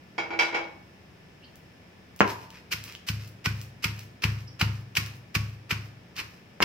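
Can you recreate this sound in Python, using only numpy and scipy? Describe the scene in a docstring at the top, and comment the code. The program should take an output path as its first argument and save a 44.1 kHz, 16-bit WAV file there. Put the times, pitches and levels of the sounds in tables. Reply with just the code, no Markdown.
"""A dish clatters off to the right, across a small tiled kitchen over soft house noise.
Close to the two microphones, a stone pestle knocks on the rim of a stone mortar on a cloth-covered counter,
then pounds green chillies and garlic in fairly steady strokes. Each stroke is a swelling wet crunch, a swarm
of tiny clicks, then a thud of decaying low modes that sets the room booming. Stone and dish are shaped clicks
with ringing modes; single snaps, rustles and short gliding squeaks come from the pods."""
import sys
import numpy as np
from scipy import signal
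from scipy.fft import rfft, irfft
from scipy.io import wavfile
from scipy.ndimage import uniform_filter1d

SR = 44100
rng = np.random.default_rng(int(sys.argv[2]) if len(sys.argv) > 2 else 0)


def generate_wav(sig):
    """Save sig (samples, or channels by samples) to the path in sys.argv[1] as 16-bit PCM at SR."""
    pcm = np.round(np.clip(np.atleast_2d(sig).T, -1, 1) * 32767).astype(np.int16)
    wavfile.write(sys.argv[1], SR, pcm)


N = 292824

# Pestle strokes. Each row: tightest squeeze in seconds, force of the blow in dB, crunch level in dB,
# brightness in dB per octave, time from first contact to the squeeze in seconds.
STROKES = [(2.7275, -32.5, -26.3, 1.2, .017), (3.0898, -21.5, -25, 1.5, .025), (3.46, -19, -20.5, -1, .019),
           (3.845, -22, -20, 0, .022), (4.2402, -17, -18.5, -1.5, .022), (4.6145, -15.5, -17.5, -2, .023),
           (4.9715, -23.5, -17.8, .8, .022), (5.354, -18.5, -19.3, -.3, .012),
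           (5.7125, -24, -21.5, -1.5, .02), (6.195, -39.5, -33, -1, .042), (6.6273, -24, -15, -2.5, .019)]
# Stone on the bare rim. Each row: start in seconds, crack level in dB, ring level in dB, thud level in dB.
RIM_KNOCKS = [(2.2059, 13, -32, -27.5), (6.6039, 1, -38.5, -36)]
# Spectrum of bursting pods. Each row: frequency in Hz, relative level in dB.
CRUNCH_SPECTRUM = [(150, -17.5), (350, -9.5), (650, -21), (1050, -7.5), (1500, -4.5), (2000, -2.5),
                   (2600, 1), (3500, -9), (5200, -5), (6800, -15), (9600, -21.5), (12000, -16.5),
                   (15000, -15.5), (16500, -46)]

# the squeeze lengthens for every dB that a blow is softer than a firm one
SQUEEZE_S, FIRM_DB, SINK_S_PER_DB = .0026, -22.5, .0005
LIFT_S = .135  # the pestle lifts this long after a blow, and the pods settle
MASH_DB_PER_S = 3  # settling and lift snaps fade as the pods are crushed


def gain_of(db):
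    """Decibels to a factor."""
    return 10 ** (np.asarray(db) / 20)


def evened(x):
    """Scales to rms 1."""
    return x / np.sqrt(np.mean(x ** 2) + 1e-20)


def read(points, hz):
    """Reads a table on a log-frequency axis."""
    f, value = np.transpose(points)
    return np.interp(np.log(hz + 1), np.log(f), value)


def add(mix, s, sound):
    """Mixes a sound in at time s."""
    part = mix[..., round(s * SR):][..., :sound.shape[-1]]
    part += sound[..., :part.shape[-1]]


def click(points, tilt_db, size=2048):
    """A causal minimum-phase click of energy 1 with a given spectrum, tilted in dB per octave."""
    hz = abs(np.fft.fftfreq(size, 1 / SR))
    level_db = read(points, hz) + tilt_db * np.log2(np.clip(hz, 500, 12000))
    log_gain = np.log(gain_of(level_db))
    spectrum = np.exp(np.conj(signal.hilbert(log_gain)))
    wave = np.fft.ifft(spectrum).real[:size // 2]
    return wave / np.linalg.norm(wave)


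def ring(modes, t):
    """Struck modes in stereo; reflections make each one waver in strength and phase at each microphone."""
    waver = .5  # how much reflections unsettle a mode
    out = np.zeros((2, len(t)))
    knots = np.arange(0, t[-1], .02)
    for hz, db, t60 in modes:
        tone = gain_of(db - 60 * t / t60) * np.exp(2j * np.pi * (hz * t + rng.random()))
        for side in out:
            a, b = waver * rng.standard_normal((2, len(knots)))
            wavering = np.interp(t, knots, 1 + a + 1j * b)
            side += (tone * wavering * np.exp(1j * rng.normal(0, .6))).real
    return out * np.clip(t / .002, 0, 1)


def diffuse(pair):
    """Makes two unrelated channels alike in the bass, as at two close microphones."""
    # Left-right likeness of diffuse sound. Each row: frequency in Hz, likeness from 0 to 1.
    likeness = [(30, 0.84), (150, 0.89), (350, .85), (700, 0.01), (2000, 0), (16000, 0.08)]
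    a, b = rfft(pair)
    same = np.clip(read(likeness, np.fft.rfftfreq(pair.shape[1], 1 / SR)), 0, 1)
    mid = a * np.sqrt((1 + same) / 2)
    side = b * np.sqrt((1 - same) / 2)
    return irfft(np.array([mid + side, mid - side]), pair.shape[1])


def reverb(x, wet_db, early_db, early_s):
    """Quick reflections from counter and tiles, then the room's tail."""
    # Decay of the room. Each row: frequency in Hz, time to fall 60 dB in seconds.
    room_decay = [(150, 0.46), (400, 0.52), (1000, 0.55), (2500, 0.41), (5500, 0.4), (10000, 0.34),
                  (16000, 0.28)]
    t = np.arange(SR // 2) / SR
    density = .1 + 2 * t  # reflections grow denser
    taps = rng.standard_normal((2, len(t))) * (rng.random(len(t)) < density) / np.sqrt(density)
    hz, when, z = signal.stft(diffuse(taps), SR, nperseg=256)
    decay = gain_of(-60 * when / read(room_decay, hz)[:, None])
    tail = signal.istft(z * decay, SR, nperseg=256)[1][:, :len(t)]
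    tail = tail * np.clip((t - .002) / .004, 0, 1)
    tail = tail / np.linalg.norm(tail, axis=1, keepdims=True)
    strength = gain_of(wet_db) + gain_of(early_db) * np.exp(-t / early_s)
    return signal.fftconvolve(x[None], tail * strength, axes=1)


def kitchen(x, wet_db, early_db, early_s, left_db, lag):
    """Direct sound (reaching the left microphone lag samples later) plus the room."""
    out = reverb(x, wet_db, early_db, early_s)
    out[0, lag:lag + len(x)] += x
    out[1, :len(x)] += x
    return out * gain_of([[left_db / 2], [-left_db / 2]])


def bursts(envelope, tilt_db, per_s, spread_db):
    """Plant cells bursting: a swarm of tiny clicks of uneven size, with the energy of its envelope."""
    n = len(envelope)
    sizes = gain_of(spread_db * np.minimum(rng.exponential(1, n), 3)) * rng.choice([-1, 1], n)
    happens = rng.random(n) < per_s / SR
    swarm = signal.fftconvolve(sizes * happens * envelope, click(CRUNCH_SPECTRUM, tilt_db))
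    return swarm * np.linalg.norm(envelope) / (np.linalg.norm(swarm) + 1e-12)


def pocket(x, hz, width_hz, share):
    """The air trapped between pestle and bowl adds a short hollow resonance; the energy stays the same."""
    y = x + share * signal.lfilter(*signal.iirpeak(hz, hz / width_hz, SR), x)
    return y * np.linalg.norm(x) / (np.linalg.norm(y) + 1e-12)


def squeeze_time(force_db):
    """A firm blow bottoms out quickest; a gentle one sinks slowly into the pods."""
    return SQUEEZE_S + SINK_S_PER_DB * max(FIRM_DB - force_db, 0)


def freshness_db(s):
    """The pods grow quieter as the pounding turns them to mash."""
    return -MASH_DB_PER_S * (s - STROKES[0][0])


def room_noise():
    """Steady soft noise of the house with a few faint wavering tones from a distant appliance."""
    # Colour of the house noise. Each row: frequency in Hz, relative level in dB.
    air_spectrum = [(20, -17), (40, -20), (75, -0.5), (180, -1), (240, -4), (480, -9), (700, -11),
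                    (1200, -16.5), (2400, -14.5), (4300, -26), (5250, -22), (6500, -31.5), (9000, -38),
                    (15500, -37.5)]
    # Tones of the appliance. Each row: frequency in Hz, level in dB before the left-right balance.
    appliance_tones = [(102.3, -72), (177.6, -63.5), (1744, -72.5), (5227, -78.5)]
    air_db = -53  # before the left-right balance
    t, hz = np.arange(N) / SR, np.fft.rfftfreq(N, 1 / SR)
    noise = diffuse(rng.standard_normal((2, N)))
    air = evened(irfft(rfft(noise) * gain_of(read(air_spectrum, hz)), N))
    knots = np.linspace(0, t[-1], 50)
    tones = np.zeros(N)
    for f, db in appliance_tones:
        drift = np.interp(t, knots, rng.normal(0, 0.54, len(knots)))  # phase in radians
        tones += gain_of(db) * np.sqrt(2) * np.sin(2 * np.pi * f * t + drift)
    return (gain_of(air_db) * air + tones) * gain_of([[.4], [-.4]])


def dish():
    """A dish bumps and rings off to the right, heard mostly through the room; harder bumps are brighter."""
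    # Bumps of the dish. Each row: start in seconds, level in dB.
    bumps = [(0.1805, -12.3), (.305, -18.5), (.33, -20.5), (0.3905, -4.8), (.526, -19.5), (0.5449, -10.8),
             (.579, -22.5)]
    # Spectrum of a plain bump. Each row: frequency in Hz, relative level in dB.
    clack_spectrum = [(30, -42), (150, -24), (270, -13), (360, -6), (900, 0.5), (1250, -5), (1700, -4),
                      (2500, -2), (3300, -11), (4200, -16.5), (5600, -14.5), (7000, -29.5), (9000, -37),
                      (16000, -44.5)]
    # Modes of the dish. Each row: frequency in Hz, relative level in dB, time to fall 60 dB in seconds.
    dish_modes = [(334, -5.5, 0.62), (466.6, -5.5, 0.43), (667, -15, 0.43), (816, -3, 0.44),
                  (960, -7.5, 0.45), (1110, -12, .25), (1440, 0, 0.35), (1730, -14, 0.25), (2146, -4, 0.44),
                  (2230, 1, 0.47), (2313, 6.5, 0.26), (2643, -9, 0.36), (2724, -14, 0.24),
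                  (3090, -11, 0.19), (3260, -7, 0.31), (3950, -15.5, 0.41), (4420, -17, 0.22),
                  (4600, -13, 0.23), (4940, -12, 0.29), (5450, -10, 0.12), (5820, -19, 0.21),
                  (6920, -20, 0.23)]
    # the ring: base level, dB gained per dB of bump, extra brightness in dB per octave
    ring_base_db, ring_follows, ring_tilt_db = -20.6, 1.1, .8
    # a bump gains this many dB per octave for every dB above a plain one
    plain_db, brightening = -9.5, .4
    out, t = np.zeros((2, N)), np.arange(SR // 2) / SR
    for s, bump_db in bumps:
        tilt_db = brightening * (bump_db - plain_db)
        clack = gain_of(bump_db) * click(clack_spectrum, tilt_db)
        add(out, s, kitchen(clack, wet_db=11.5, early_db=-1, early_s=0.032, left_db=1.5, lag=15))
        modes = [(hz, db + (tilt_db + ring_tilt_db) * np.log2(hz / 2000), t60) for hz, db, t60 in dish_modes]
        ringing = gain_of(ring_base_db + ring_follows * bump_db) * ring(modes, t)
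        add(out, s, ringing * gain_of([[-1.2], [1.2]]))
    return out


def squeaks():
    """Skin and wet pods squeak on stone: brief stick-slip whistles with an unsteady pitch."""
    # Each row: middle in seconds, level in dB, length in seconds, pitch in Hz, glide in octaves.
    whistles = [(1.437, -53, .05, 2900, .45), (1.447, -54.5, 0.033, 4390, 0),
                (4.479, -45, .016, 5340, -0.042), (4.488, -54, 0.03, 5150, .1)]
    out = np.zeros(N)
    for s, db, length, hz, glide in whistles:
        u = np.linspace(-.5, .5, round(length * SR))
        unsteady = evened(uniform_filter1d(rng.standard_normal(len(u)), 40))
        pitch = hz * 2 ** (glide * u) * (1 + 0.061 * unsteady)
        whistle = np.cos(np.pi * u) ** 2 * np.sin(2 * np.pi * np.cumsum(pitch) / SR)
        add(out, s - length / 2, gain_of(db) * whistle)
    return kitchen(out, wet_db=-0.5, early_db=-4, early_s=.012, left_db=-2, lag=2)[:, :N]


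def rustles():
    """Sparse crackle of pods shifting under pestle and fingers and settling after each blow."""
    # Each row: middle in seconds, level in dB, width in seconds, brightness in dB per octave.
    shifts = [(2.294, -39.5, 0.021, 2), (2.41, -54, 0.029, 1.5), (2.555, -51, 0.023, -1.5),
              (2.9, -48.5, 0.028, -2)]
    settle_db = -51  # at the first stroke
    out = np.zeros(N)
    settling = [(s + LIFT_S, settle_db + freshness_db(s), .04, 2) for s, *_ in STROKES]
    for s, db, width, tilt_db in shifts + settling:
        swell = signal.windows.gaussian(SR // 4, width * SR)
        crackle = bursts(gain_of(db) * swell, tilt_db, per_s=500, spread_db=3.5)
        add(out, s - len(swell) / SR / 2, crackle)
    return kitchen(out, wet_db=-4.5, early_db=-2, early_s=0.011, left_db=0, lag=2)[:, :N]


def snaps():
    """Single skins and stalks snap in the hollow of the bowl; faint ones follow at random as the pestle lifts."""
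    # The loudest snaps. Each row: start in seconds, level in dB, brightness in dB per octave.
    loud = [(1.5574, -25, 13), (2.163, -22.5, 14.5), (2.192, -22, 4), (2.1985, -18, 7),
            (2.5047, -22.5, 3.5), (2.84, -14, 8.5), (2.9243, -20, 4), (2.9512, -15, -3), (3.615, -16, 8),
            (3.9933, -17.5, 6), (4.223, -16, 1), (4.5985, -13, 4), (4.954, -9, -2), (5.0624, -16, 6),
            (6.166, -16, 1)]
    # Spectrum of a snap. Each row: frequency in Hz, relative level in dB.
    snap_spectrum = [(200, -26), (1000, -10), (2600, 0), (5500, 1.5), (9000, -11.5), (15000, -10.5)]
    # faint snaps: highest level at the first stroke, brightness in dB per octave
    faint_db, faint_tilt_db = -23, 12
    out = np.zeros(N)
    faint = []
    for s, *_ in STROKES:
        for when, size in rng.random(size=(2, 2)):
            faint.append((s + LIFT_S * (.5 + when), faint_db + freshness_db(s) - 6 * size, faint_tilt_db))
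    for s, db, tilt_db in loud + faint:
        hollow_hz = 2750 * rng.uniform(.9, 1.1)
        snap = pocket(click(snap_spectrum, tilt_db), hz=hollow_hz, width_hz=400, share=3)
        add(out, s, gain_of(db) * snap)
    return kitchen(out, wet_db=-5.5, early_db=5, early_s=0.0046, left_db=0.5, lag=2)[:, :N]


def knocks():
    """The pestle meets the bare rim: a hard crack, drawn out by the stone, and a brief ring."""
    # Spectrum of the crack. Each row: frequency in Hz, relative level in dB.
    crack_spectrum = [(25, -46), (60, -32), (130, -13), (220, 0.5), (500, -1.5), (700, -2), (1000, -0.5),
                      (1700, -2), (2200, -7), (2900, -10.5), (3600, -24), (6000, -26), (9000, -52.5),
                      (16000, -47)]
    # Modes of the stone. Each row: frequency in Hz, relative level in dB, time to fall 60 dB in seconds.
    stone_modes = [(186, 0, 0.16), (204, 8.5, 0.21), (400, -3, 0.47), (902, -1.5, 0.69), (967, 5, 0.43),
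                   (997, 2, 0.62), (1045, -1, 0.42), (1105, -9, 0.2), (1976, -2, .2), (2218, -4, .3),
                   (6550, -8, 0.081), (7400, -10, 0.052)]
    out, t = np.zeros((2, N)), np.arange(SR // 2) / SR
    _, poles = signal.iirpeak(1650, 2, SR)
    # an all-pass filter: the middle band lingers for a millisecond
    crack = signal.lfilter(poles[::-1], poles, click(crack_spectrum, 0))
    for s, db, ring_db, _ in RIM_KNOCKS:
        add(out, s, kitchen(gain_of(db) * crack, wet_db=-7, early_db=1, early_s=0.021, left_db=1.0, lag=4))
        add(out, s, gain_of(ring_db) * ring(stone_modes, t))
    return out


def thuds():
    """Each blow passes through the cloth into the counter and wakes the room's low modes."""
    # Modes of counter and room. Each row: frequency in Hz, relative level in dB, time to fall 60 dB in seconds.
    boom_modes = [(74.1, -14.5, 0.49), (105.07, -9.5, 0.63), (105.4, -21, 0.6), (128.56, -10.5, 1),
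                  (144.4, -15.5, 0.61), (162.3, -24.5, 0.19), (177.3, -26.5, 0.54), (189.3, -21, 0.51),
                  (203.4, -18.5, 0.45), (252, -32.5, 0.093), (288, -26, 0.18)]
    # Echoes of the thud from the walls. Each row: delay in seconds, share of the amplitude.
    wall_echoes = [(0.0148, 0.38), (0.0219, 0.17), (0.041, .25)]
    # the thud comes a fixed time plus a share of the squeeze later
    delay_s, delay_squeezes = .0083, .9
    out, t = np.zeros(N), np.arange(-SR // 44, SR) / SR
    build_up = np.clip(1 + t / 0.013, 0, 1) ** 2  # the force grows as the pods give way
    modes = np.array([gain_of(db - 60 * np.maximum(t, 0) / t60) * np.cos(2 * np.pi * hz * t)
                      for hz, db, t60 in boom_modes])
    blows = [(s + delay_s + delay_squeezes * squeeze_time(db), db) for s, db, *_ in STROKES]
    blows += [(s + 0.0066, db) for s, *_, db in RIM_KNOCKS]
    for s, db in blows:
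        mode_gains = gain_of(db + rng.normal(0, 1, len(boom_modes)))  # no two blows land alike
        boom = build_up * (mode_gains @ modes)
        for echo_s, share in [(0.003, 0.89)] + wall_echoes:  # the first arrival, then the walls
            add(out, s + t[0] + echo_s, share * boom)
    return out * gain_of(-1) * gain_of([[.7], [-.7]])


def crush(t, db, width, lead_db, lead_s, tilt_db):
    """Pods crackle from first contact, then burst together as the pestle bottoms out at t = 0."""
    squeeze = np.exp(-(t / width) ** 2 / 2)
    contact = np.clip(1 + t / lead_s, 0, 1) ** 0.66 * np.exp(-np.maximum(t, 0) / 0.0093)
    crackle = bursts(gain_of(lead_db) * contact, tilt_db + 1.5, per_s=3000, spread_db=2)
    squelch = bursts(gain_of(db) * squeeze, tilt_db, per_s=9000, spread_db=3.5)
    return crackle + pocket(squelch, hz=2550 * rng.uniform(.95, 1.05), width_hz=500, share=0.74)


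def crunches():
    """One crunch a stroke; the bowl scatters part of it differently to each microphone and rings faintly."""
    # Modes of the mortar, muffled by its load.
    # Each row: frequency in Hz, relative level in dB, time to fall 60 dB in seconds.
    bowl_modes = [(973, -3, 0.29), (1092, -0.5, 0.33), (1240, -6, 0.22), (1490, 7, 0.13), (2200, 7, 0.17)]
    # first-contact crackle: base level, and the dB it gains per dB of crunch
    crackle_db, crackle_follows = -28, .3
    out, t = np.zeros((2, N)), np.arange(-SR // 16, SR // 16) / SR
    for s, force_db, db, tilt_db, lead_s in STROKES:
        lead_db = crackle_db + crackle_follows * db
        width = squeeze_time(force_db)
        common = crush(t, db, width, lead_db, lead_s, tilt_db)
        scattered = crush(t, db, width, lead_db, lead_s, tilt_db)
        left, right = common + gain_of(-5.5) * scattered * np.array([[1], [-1]])
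        add(out, s + t[0], np.array([np.roll(left, 2), right]))
        # the room gathers the burst from all directions, so its tail has the burst's energy and an even colour
        gathered = np.linalg.norm(common) * click(CRUNCH_SPECTRUM, tilt_db - .5)
        add(out, s, reverb(gathered, wet_db=-8, early_db=-1.5, early_s=0.01))
        # nearby tiles keep its uneven colour
        add(out, s + t[0], reverb(common, wet_db=-12.5, early_db=-11, early_s=0.0093))
        shift = rng.uniform(0.93, 1.05)  # the pestle lands somewhere else each time
        modes = [(hz * shift, level + rng.normal(0, 4.2), t60) for hz, level, t60 in bowl_modes]
        add(out, s, gain_of(db - 26.5) * ring(modes, np.arange(SR // 3) / SR))
    return out


def scene():
    """Everything in the kitchen, from the background to the mortar."""
    background = room_noise() + dish()
    pods = squeaks() + rustles() + snaps()
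    return background + pods + knocks() + thuds() + crunches()


def record(dry):
    """The recorder's band limit: a low-pass at 16 kHz."""
    lowpass = signal.firwin(255, 16000, window=("kaiser", 9), fs=SR)
    return signal.oaconvolve(dry, lowpass[None], "same", axes=1)


dry = scene()
out = record(dry)
generate_wav(out)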